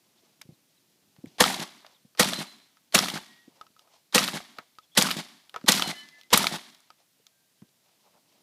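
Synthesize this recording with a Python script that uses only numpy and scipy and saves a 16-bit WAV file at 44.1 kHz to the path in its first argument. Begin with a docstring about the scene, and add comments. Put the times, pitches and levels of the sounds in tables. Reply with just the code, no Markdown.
"""Shotgun on an open range

Seven shots from a self-loading shotgun fired through a port in a board wall, heard from behind the wall.
Each blast is shaped noise with echoes, ringing boards and a low thump; the action and empty hulls clack.
Steel plates are fading tones that swell as they spin. Soft thuds are low tones, far birds are gliding
whistles, and the rustle, low murmur and open air are filtered noise."""
import sys
import numpy as np
from scipy import signal
from scipy.fft import rfft, irfft
from scipy.io import wavfile
from scipy.ndimage import uniform_filter1d

SR = 44100
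rng = np.random.default_rng(int(sys.argv[2]) if len(sys.argv) > 2 else 0)


def volts_from_db(level):
    """Convert decibel levels to linear amplitude ratios."""
    exponent = np.asarray(level, float) / 20
    return 10 ** exponent


def master(y):
    """Save y as 16-bit WAV."""
    cut = np.clip(np.atleast_2d(y).T, -1, 1)
    pcm = np.round(cut * 32767)  # scale
    wavfile.write(sys.argv[1], SR, pcm.astype(np.int16))


N = 371322
TIME = np.arange(N) / SR

# blasts: (t/s, level/dB, thump relative level/dB, body relative level/dB, hammer falls this long before/s)
BLASTS = [(1.403, -1.35, -3.5, 1.5, .02), (2.1948, -2.2, -0.9, -1.5, .021),
          (2.9456, -2.1, -1.8, -1.5, .022), (4.1459, -1.7, -2.2, -0.5, .021),
          (4.9741, -1.7, -0.8, -1.4, .023), (5.682, -0.3, -3.5, -2.26, .02),
          (6.3301, -0.43, -3.4, -0.5, .026)]
# tone colour of the blast noise: (f/Hz, relative level/dB)
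BLAST_COLOUR = [(150, -25), (250, -3), (499, -9), (624, -7), (961, -5), (1510, -8), (2200, -6),
                (2530, -10.5), (3450, -4.5), (11200, -16.5), (13500, -23), (15500, -30.5)]


def shots():
    """Pressure blasts meet the same reflectors each time, so much of their low scatter is alike."""
    out = np.zeros(N)
    before_s, length_s = .03, .73
    t = TIME[:int(length_s * SR)] - before_s
    gains = echoes(t)
    boom = thump(t, gains[-1])
    push = volts_from_db(-31.5) * ring(t - .004, 50, 0.023)  # a short deep push at the blast
    swell = volts_from_db(-34.5) * np.exp(-((t + 0.0027) / 0.0039) ** 2)
    common = colour(rng.standard_normal(len(t)), BLAST_COLOUR)
    for s, db, boom_db, body_db, lead in BLASTS:
        own = colour(rng.standard_normal((3, len(t))), BLAST_COLOUR)
        returned = scatter(t, common, own, gains, body_db)
        returned = np.clip((t + lead) / 0.0022, 0, 1) * returned  # silent until the hammer falls
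        wall = volts_from_db(body_db) * boards(t)
        low = volts_from_db(boom_db) * (boom + push)
        barrel = swell * unit(band(own[1], 3000, 3200))  # it sings while the charge runs down it
        add(out, s + t[0], volts_from_db(db) * (returned + wall + low + barrel))
        add(out, s - lead, click(db=-31.0, hz=4000, knock_db=-14, hull_db=-41.5))  # the hammer falls
    return out


def scatter(t, common, own, gains, body_db):
    """Low, middle and treble noise follow the echo gains; uneven near reflectors blend with distance."""
    level, body, edge, _ = gains
    low = volts_from_db(body_db) * body * unit(band(1.4 * common + 0.53 * own[0], 220, 1900))
    # the soft ground swallows this band from later returns
    low = low - (1 - np.exp(-np.maximum(t, 0) / .09)) * band(low, 380, 620)
    middle = level * unit(band(own[1], 1500, 5500))
    treble = edge * unit(band(own[2], 6600, 23000))
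    unevenness = np.exp(-np.maximum(t, 0) / 1.3)
    shared = walk(450, count=len(t))
    mix = 0
    for layer in (low, middle, treble):
        mix = mix + layer * volts_from_db(unevenness * (1.8 * shared + 2 * walk(250, count=len(t))))
    return mix + volts_from_db(3) * level * glints(count=70, span_s=.3)[:len(t)]


# blast and slaps from wall, drums and banks: (t after blast/s, level/dB, hold/s, body relative level/dB)
SLAP_ECHOES = [(.0022, -13, .0075, -4), (.015, -22, .002, -2.5), (0.021, -32, .004, 5.5),
               (.05, -31.5, .004, -5.5), (.078, -34, .024, -2.5), (0.142, -33.5, 0.0044, -25),
               (.194, -34.5, .008, -7), (0.208, -36, 0.024, -1.5)]


def echoes(t):
    """Gains of the middle, body, treble and bass roll: powers of all echo paths are summed."""
    rise_db_s, fall_db_s = 4200, 1500
    arrived = peak(t, .004, 1, rise_db_s, 0)
    bay = arrived * peak(t, -1, 1 + .235, 0, 450)  # the bay fades fast after its rear bank
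    near = bay * volts_from_db(-28.5 - 85 * t)  # dense scatter from the ground inside the bay
    far = arrived * volts_from_db(-27.5 - 78 * t)  # scrub beyond the banks
    fizz = (t < .004) * volts_from_db(-38 + 450 * t)  # the charge burns in the barrel before the blast leaves
    level_parts, body_parts = [fizz, near, far], [fizz, volts_from_db(-3.5) * near, volts_from_db(-5) * far]
    for s, db, hold, body_db in SLAP_ECHOES:
        slap = volts_from_db(db) * peak(t, s, hold, rise_db_s, fall_db_s)
        level_parts.append(slap)
        body_parts.append(slap * volts_from_db(body_db))
    level, body = power_sum(*level_parts), power_sum(*body_parts)
    # the burning charge is dull, the shock front is brightest, and air dulls late returns
    front_db = 4 * np.exp(-((t - .001) / 0.0025) ** 2)
    edge = level * np.where(t < -.003, .5, 1) * volts_from_db(-1.5 - 17 * t + front_db)
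    # the bass rolls on between the earth banks, and once more from a farther bank
    late = volts_from_db(-6) * peak(t, .35, .065, 560, 400)
    roll = volts_from_db(-33 - 36.5 * t) * power_sum(bay, volts_from_db(-14.5) * arrived, late)
    roll = roll * np.clip((t[-1] - t) / 0.4, 0, 1) ** 2
    return level, body, edge, roll


# low thump returned by single large faces: (t after blast/s, relative level/dB)
THUMP_ECHOES = [(.0005, -24.5), (.0095, -13), (0.03, -23), (.043, -32), (.062, -20), (.082, -27),
                (0.098, -25), (.12, -35.5), (.140, -32), (0.168, -38), (.192, -21), (0.211, -24.5),
                (0.229, -37.5), (0.287, -52)]
# tones in each thump: (f/Hz, relative level/dB, time to fade by 60 dB/s)
THUMP_MODES = [(178.2, -4, 0.097), (205, 2.5, 0.037), (298, -5.5, 0.021), (556, -8, 0.016)]


def thump(t, roll):
    """Large faces return short low tones, over a rolling bass noise."""
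    boom = np.zeros(len(t))
    for s, db in THUMP_ECHOES:
        for hz, mode_db, t60 in THUMP_MODES:
            boom += volts_from_db(db + mode_db) * ring(t - s, hz, t60)
    noise = rng.standard_normal(len(t))
    boom = boom + roll * unit(band(band(noise, 150, 280), 150, 280))
    return band(band(boom, 150, 2100), 160, 4000)  # keep the thump above the deepest bass


# ringing tones of the board wall: (f/Hz, middle level/dB, time to fade by 60 dB/s)
BOARD_MODES = [(503, -17, 0.097), (1050, -24, 0.039), (1248, -20.5, 0.07), (1910, -16.5, 0.1),
               (2990, -22, 0.038), (4270, -21.5, .02)]


def boards(t):
    """The blast strikes boards at slightly different moments, and each rings at its own pitch."""
    wall = np.zeros(len(t))
    for hz, db, t60 in BOARD_MODES:
        detune, loudness, delay = rng.standard_normal(3)
        wall += volts_from_db(db + 3 * loudness) * ring(t - .004 - .0035 * delay, hz * (1 + 0.021 * detune), t60)
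    return wall


def glints(count, span_s):
    """Posts, drums and stands each send back a few cycles in their own colour."""
    out, t = np.zeros(int(span_s * SR) + SR), TIME[:SR // 20]
    for at, pitch, size in rng.random((count, 3)):
        hz = 650 * 8 ** pitch
        add(out, at * span_s, (0.22 + 3 * size ** 3) * ring(t, hz, 22 / hz))
    return out


# bolt slams back, hull is thrown, bolt closes:
# (t/s, crack level/dB, crack f/Hz, hull tube relative level/dB before the trim in click)
ACTION_CLACKS = [(1.4396, -5.5, 3266, -0.5), (1.5433, -17, 3930, -25), (2.2256, -10, 3473, -8),
                 (2.2307, -10, 3730, -19.5), (2.3336, -13, 3960, -18), (2.9795, -9.5, 3086, -3),
                 (2.9887, -3.5, 4270, -11), (3.039, -21, 3290, -10), (3.059, -23, 4000, 2),
                 (3.0847, -14.5, 3473, -7), (3.1, -20.5, 3650, -20), (4.1799, -3, 2660, -6),
                 (4.1847, -8, 4380, -7), (4.1906, -11, 4485, -9), (4.2388, -12.5, 3350, -30),
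                 (4.2779, -14.5, 3184, -25), (4.285, -18.5, 2800, 1), (5.012, -6.5, 4132, -21),
                 (5.0187, -9, 2580, -18.5), (5.0232, -4, 6500, -22), (5.0662, -23, 4410, -13),
                 (5.0874, -20, 3680, -2), (5.1064, -15.5, 3050, -8), (5.1119, -12, 3200, -11.5),
                 (5.7201, -2, 5572, -23.5), (5.7274, -9.5, 3390, -19.5), (5.7496, -19, 3705, -24),
                 (5.774, -21.5, 3404, -19), (5.7959, -15.5, 3780, -0.5), (5.8221, -7.5, 3440, -8.5),
                 (6.374, -8, 4200, -4), (6.3755, -2, 8900, -20), (6.3961, -17.5, 3170, -18),
                 (6.4427, -17, 3496, 4.5), (6.4686, -6, 3337, -12.5)]


def action():
    """Metal parts strike each other as the action cycles after each shot."""
    out = np.zeros(N)
    for s, db, hz, hull_db in ACTION_CLACKS:
        add(out, s, click(db, hz, knock_db=-16, hull_db=hull_db))
    return out


# empty hulls land and bounce:
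# (t/s, crack level/dB, knock relative level/dB, hull tube relative level/dB before the trim in click)
HULL_LANDINGS = [(1.1634, -52, 0, -30), (1.8465, -52.5, 15, -2), (1.8643, -38, -8, -21),
                 (1.9064, -58, -11, -4), (2.1498, -48, -3.5, -3.5), (2.77, -52.5, -1.5, -2),
                 (3.612, -38.5, -8, 7.5), (3.6661, -48, -9, -2), (3.7645, -54, -9, 6),
                 (3.7931, -42, -26, -10), (3.8753, -59, -4, 5.5), (4.585, -30, 3.5, -3.5),
                 (4.7855, -38, -13.5, 3), (5.5417, -34, 4.5, 1), (5.5612, -28, 0, 5),
                 (5.6124, -44.5, .5, -10), (5.6395, -48.5, 1, -5.5), (6.9032, -41.5, -4, 1),
                 (7.6186, -54.5, 2, -13)]


def hulls():
    """An empty hull hits the ground with a crack and a knock, and its open tube rings."""
    out = np.zeros(N)
    for s, db, knock_db, hull_db in HULL_LANDINGS:
        add(out, s, click(db, 3820, knock_db, hull_db))
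    return out


# dry ticks of gear and grit: (t/s, crack level/dB, crack f/Hz)
GEAR_TICKS = [(0.4141, -30.5, 2200), (0.4168, -31, 4650), (1.258, -42, 1980), (4.7526, -50.5, 3110),
              (5.4949, -34, 3400), (6.0874, -37.5, 4170), (6.212, -37, 3810), (6.2332, -44, 3700),
              (6.6999, -43, 4400), (6.8039, -47, 7070), (6.747, -44, 3900), (7.13, -58, 5000),
              (7.2669, -38, 4000), (7.405, -56, 5000), (7.6894, -57, 5200)]


def ticks():
    """Gear and grit make small cracks with hardly any knock or tube sound."""
    out = np.zeros(N)
    for s, db, hz in GEAR_TICKS:
        add(out, s, click(db, hz, knock_db=-23, hull_db=-26))
    return out


def click(db, hz, knock_db, hull_db):
    """A crack of metal, a duller knock and the open tube of a hull."""
    t = TIME[:SR // 5]
    # hard blows fall inside the action, where steel grips and damps the hull
    free = .4 if db > -25 else 1
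    # contact builds within a millisecond, then the parts rattle out
    crack, knock = rng.standard_normal((2, len(t))) * np.minimum(t / 0.00052, 1)
    crack = crack * (1000 ** (-t / .009) + volts_from_db(-20) * 1000 ** (-t / 0.05))
    crack = band(crack, .7 * hz, 1.45 * hz) + .18 * band(crack, 1500, 14000)
    knock = knock * (1000 ** (-t / (.035 * free)) + volts_from_db(-10.5) * 1000 ** (-t / .12))
    knock = band(knock, 480, 1800)
    tube_hz = 1280 * (1 + .012 * rng.standard_normal())
    tube = volts_from_db(hull_db - 1.5) * ring(t, tube_hz, .045 * free)
    return volts_from_db(db) * (crack / abs(crack).max() + volts_from_db(knock_db) * knock / abs(knock).max() + tube)


# tones of struck, spinning steel plates:
# (t first facing/s, f/Hz, middle level at the start/dB, swells per second, t landed/s)
PLATE_TONES = [(1.68, 7773, -46, 10, 1.86), (2.385, 4075, -32, 7.7, 2.74), (3.37, 1895, -58, 3.2, 3.54),
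               (5.045, 8300, -30, 11, 5.1), (6.01, 1744, -48, 4.5, 6.24), (5.845, 2030, -45, 9.7, 6.29),
               (5.86, 3009, -34, 7.1, 6.08), (5.88, 4161, -31, 7, 6.08), (7.41, 1583, -74, 3.9, 7.72)]


def plates():
    """Each tone is loud whenever a face points this way and dead once the plate hits the soil."""
    out = np.zeros(N)
    for facing, hz, db, turns, landed in PLATE_TONES:
        face = np.cos(np.pi * turns * (TIME - facing))
        in_air = np.clip((landed - TIME) / 0.061, 0, 1)
        t60 = 2.6 * (2000 / hz) ** 2  # seconds; an octave up fades in a quarter of the time
        tone = ring(TIME - facing + .5 / turns, hz, t60)
        out += volts_from_db(db + 2.5 * walk(40)) * face * in_air * tone
    return out


# dull thuds close by: (t/s, level before the final filter/dB, f/Hz)
SOFT_BLOWS = [(0.233, -55.5, 350), (0.394, -59, 218), (0.452, -48, 145), (0.489, -35.5, 162),
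              (0.52, -46.5, 152), (1.077, -61, 137), (1.184, -44.5, 156), (1.239, -29.5, 257),
              (1.267, -38.5, 161), (2.049, -47.5, 210), (3.477, -42.5, 276), (3.701, -60, 193),
              (4.587, -46.5, 213), (5.641, -27, 240), (7.197, -58, 450), (7.62, -39.5, 202),
              (8.148, -64, 183)]


def thuds():
    """A soft blow: two low tones, the higher one fading sooner, with a short rumble."""
    out, t = np.zeros(N), TIME[:SR // 5]
    for s, db, hz in SOFT_BLOWS:
        blow = np.minimum(t / .003, 1) * (ring(t, hz, 0.031) + 0.29 * ring(t, 1.8 * hz, 0.02))
        rumble = unit(band(rng.standard_normal(len(t)), 110, 420)) * volts_from_db(-13.5) * 1000 ** (-t / 0.12)
        add(out, s, volts_from_db(db) * band(blow / abs(blow).max() + rumble, 95, 750))
    return out


# the shooter shifts his stance: (t of the middle/s, length/s, clothes level/dB, gravel level/dB)
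STANCE_SHIFTS = [(0.246, 0.25, -77, -81), (1.284, 0.034, -64, -74), (1.906, 0.11, -71.5, -72),
                 (3.588, 0.14, -73, -66), (3.808, 0.044, -68, -72), (3.87, 0.097, -89.5, -69.5),
                 (3.945, 0.074, -66, -69.5), (4.6, 0.066, -69, -57), (4.836, 0.051, -75, -80),
                 (5.573, 0.049, -65, -53), (6.19, 0.034, -60, -68), (7.005, 0.047, -77, -74),
                 (7.999, .12, -80, -81), (7.883, 0.082, -76, -76), (8.08, 0.084, -77, -72),
                 (8.156, .05, -76.5, -65), (8.352, .14, -73, -75.5)]


def rustle(background):
    """Clothes and gravel rub in many tiny slips: quickly flickering noise over a rustling background."""
    clothes, gravel = volts_from_db(-2) * background, volts_from_db(-7.5) * background
    for s, length, clothes_db, gravel_db in STANCE_SHIFTS:
        move = np.exp(-(2 * (TIME - s) / length) ** 2)
        clothes = clothes + volts_from_db(clothes_db) * move
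        gravel = gravel + volts_from_db(gravel_db) * move
    grain = 2 * walk(120)
    high = unit(band(rng.standard_normal(N), 2100, 6000))
    low = unit(band(rng.standard_normal(N), 480, 1050))
    return clothes * volts_from_db(grain + 2.0 * walk(24)) * high + gravel * volts_from_db(grain + 2.5 * walk(30)) * low


# far chirps: (t/s, length/s, start f/Hz, end f/Hz, middle level/dB)
CHIRPS = [(0.174, .02, 4170, 3300, -67), (0.528, 0.029, 4480, 3380, -64), (0.762, 0.03, 4400, 3500, -66.5),
          (1.927, 0.058, 4250, 3110, -62), (2.002, 0.04, 4000, 3950, -70),
          (4.821, 0.042, 3520, 3330, -60.5), (4.867, 0.029, 4200, 4170, -68.5),
          (4.901, 0.061, 3294, 3530, -63), (7.201, 0.042, 2980, 3000, -73.5),
          (7.582, 0.029, 3074, 3290, -67)]


def birds():
    """Short gliding whistles, roughened by the distance."""
    out = np.zeros(N)
    for s, length, from_hz, to_hz, db in CHIRPS:
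        count = int(length * SR)
        hz = np.linspace(from_hz, to_hz, count) + 110 * walk(500, count=count)
        whistle = np.hanning(count) * np.sin(2 * np.pi * np.cumsum(hz) / SR)
        add(out, s, volts_from_db(db + 5 * walk(200, count=count)) * whistle)
    return out


# level of the low and rustling background noise: (t/s, level/dB)
BACKGROUND_LEVELS = [(0, -72.5), (.5, -73.5), (1.15, -73), (1.35, -65), (2.1, -80), (3.5, -73.5),
                     (3.75, -78.5), (5.5, -81), (5.62, -65.5), (6.9, -83), (7.6, -80), (7.7, -74),
                     (7.82, -78.5), (8.42, -73.5)]


def background_level():
    """Slowly changing level of the low and rustling background noise, as a gain."""
    return volts_from_db(np.interp(TIME, *np.transpose(BACKGROUND_LEVELS)))


def low_murmur(background):
    """Low background noise that flickers as it follows the background level."""
    return background * volts_from_db(walk(12)) * unit(band(band(rng.standard_normal(N), 120, 430), 100, 420))


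# tone colour of the open air: (f/Hz, relative level/dB)
AIR_COLOUR = [(35, -47), (60, -17.5), (145, -2.5), (187, -3), (368, -14), (673, -5.5), (773, -11),
              (1420, -11), (4030, -9), (13800, -12), (15500, -15)]


def open_air():
    """Steady noise of the open range."""
    return volts_from_db(-68) * unit(colour(rng.standard_normal(N), AIR_COLOUR))


def colour(x, points):
    """Shape noise along its last axis by (f/Hz, level/dB) points."""
    hz, db = np.transpose(points)
    f = np.fft.rfftfreq(x.shape[-1], 1 / SR) + 1
    return irfft(rfft(x) * volts_from_db(np.interp(np.log(f), np.log(hz), db)), x.shape[-1])


def band(x, lo_hz, hi_hz):
    """Butterworth band-pass."""
    return signal.sosfilt(signal.butter(2, [lo_hz, min(hi_hz, .45 * SR)], "band", fs=SR, output="sos"), x)


def unit(x):
    """Scale to rms 1."""
    return x / np.sqrt(np.mean(x ** 2))


def ring(t, hz, t60):
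    """One tone struck at t = 0, fading by 60 dB in t60 seconds."""
    return (t >= 0) * np.sin(2 * np.pi * hz * t) * 1000 ** (-np.maximum(t, 0) / t60)


def peak(t, s, hold, rise_db, fall_db):
    """Gain 1 from s to s + hold, with flanks of so many dB a second."""
    return volts_from_db(rise_db * np.minimum(t - s, 0) - fall_db * np.maximum(t - s - hold, 0))


def power_sum(*parts):
    """Gain of unrelated sounds together: their powers add."""
    return np.sqrt(sum(part ** 2 for part in parts))


def walk(rate, count=N):
    """Smooth random wander around 0: a new random target every 1 / rate seconds."""
    k = int(SR / rate)
    steps = np.repeat(rng.standard_normal(count // k + 1), k)
    return 0.99 * uniform_filter1d(steps, k)[:count]


def add(out, s, sound):
    """Mix a sound in at time s."""
    i = int(s * SR)
    out[i:i + len(sound)] += sound[:len(out) - i]


def scene():
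    """All sources at one microphone."""
    background = background_level()
    gun = shots() + action() + hulls()
    nearby = ticks() + plates() + thuds() + rustle(background)
    return (gun + nearby + birds() + low_murmur(background) + open_air())[None]


def band_limit(x):
    """A steep low-pass at the top of the band."""
    return signal.sosfilt(signal.butter(12, 16470, fs=SR, output="sos"), x)


def record(dry):
    """Cut the deepest bass, round the loudest peaks, then cut the top."""
    cut = signal.sosfilt(signal.butter(2, 45, "high", fs=SR, output="sos"), dry)
    rounded = np.tanh(1.072 * cut) / 1.19
    mix = signal.sosfilt(signal.cheby1(8, 1, 15200, fs=SR, output="sos"), rounded)
    return band_limit(mix)


dry = scene()
out = record(dry)
master(out)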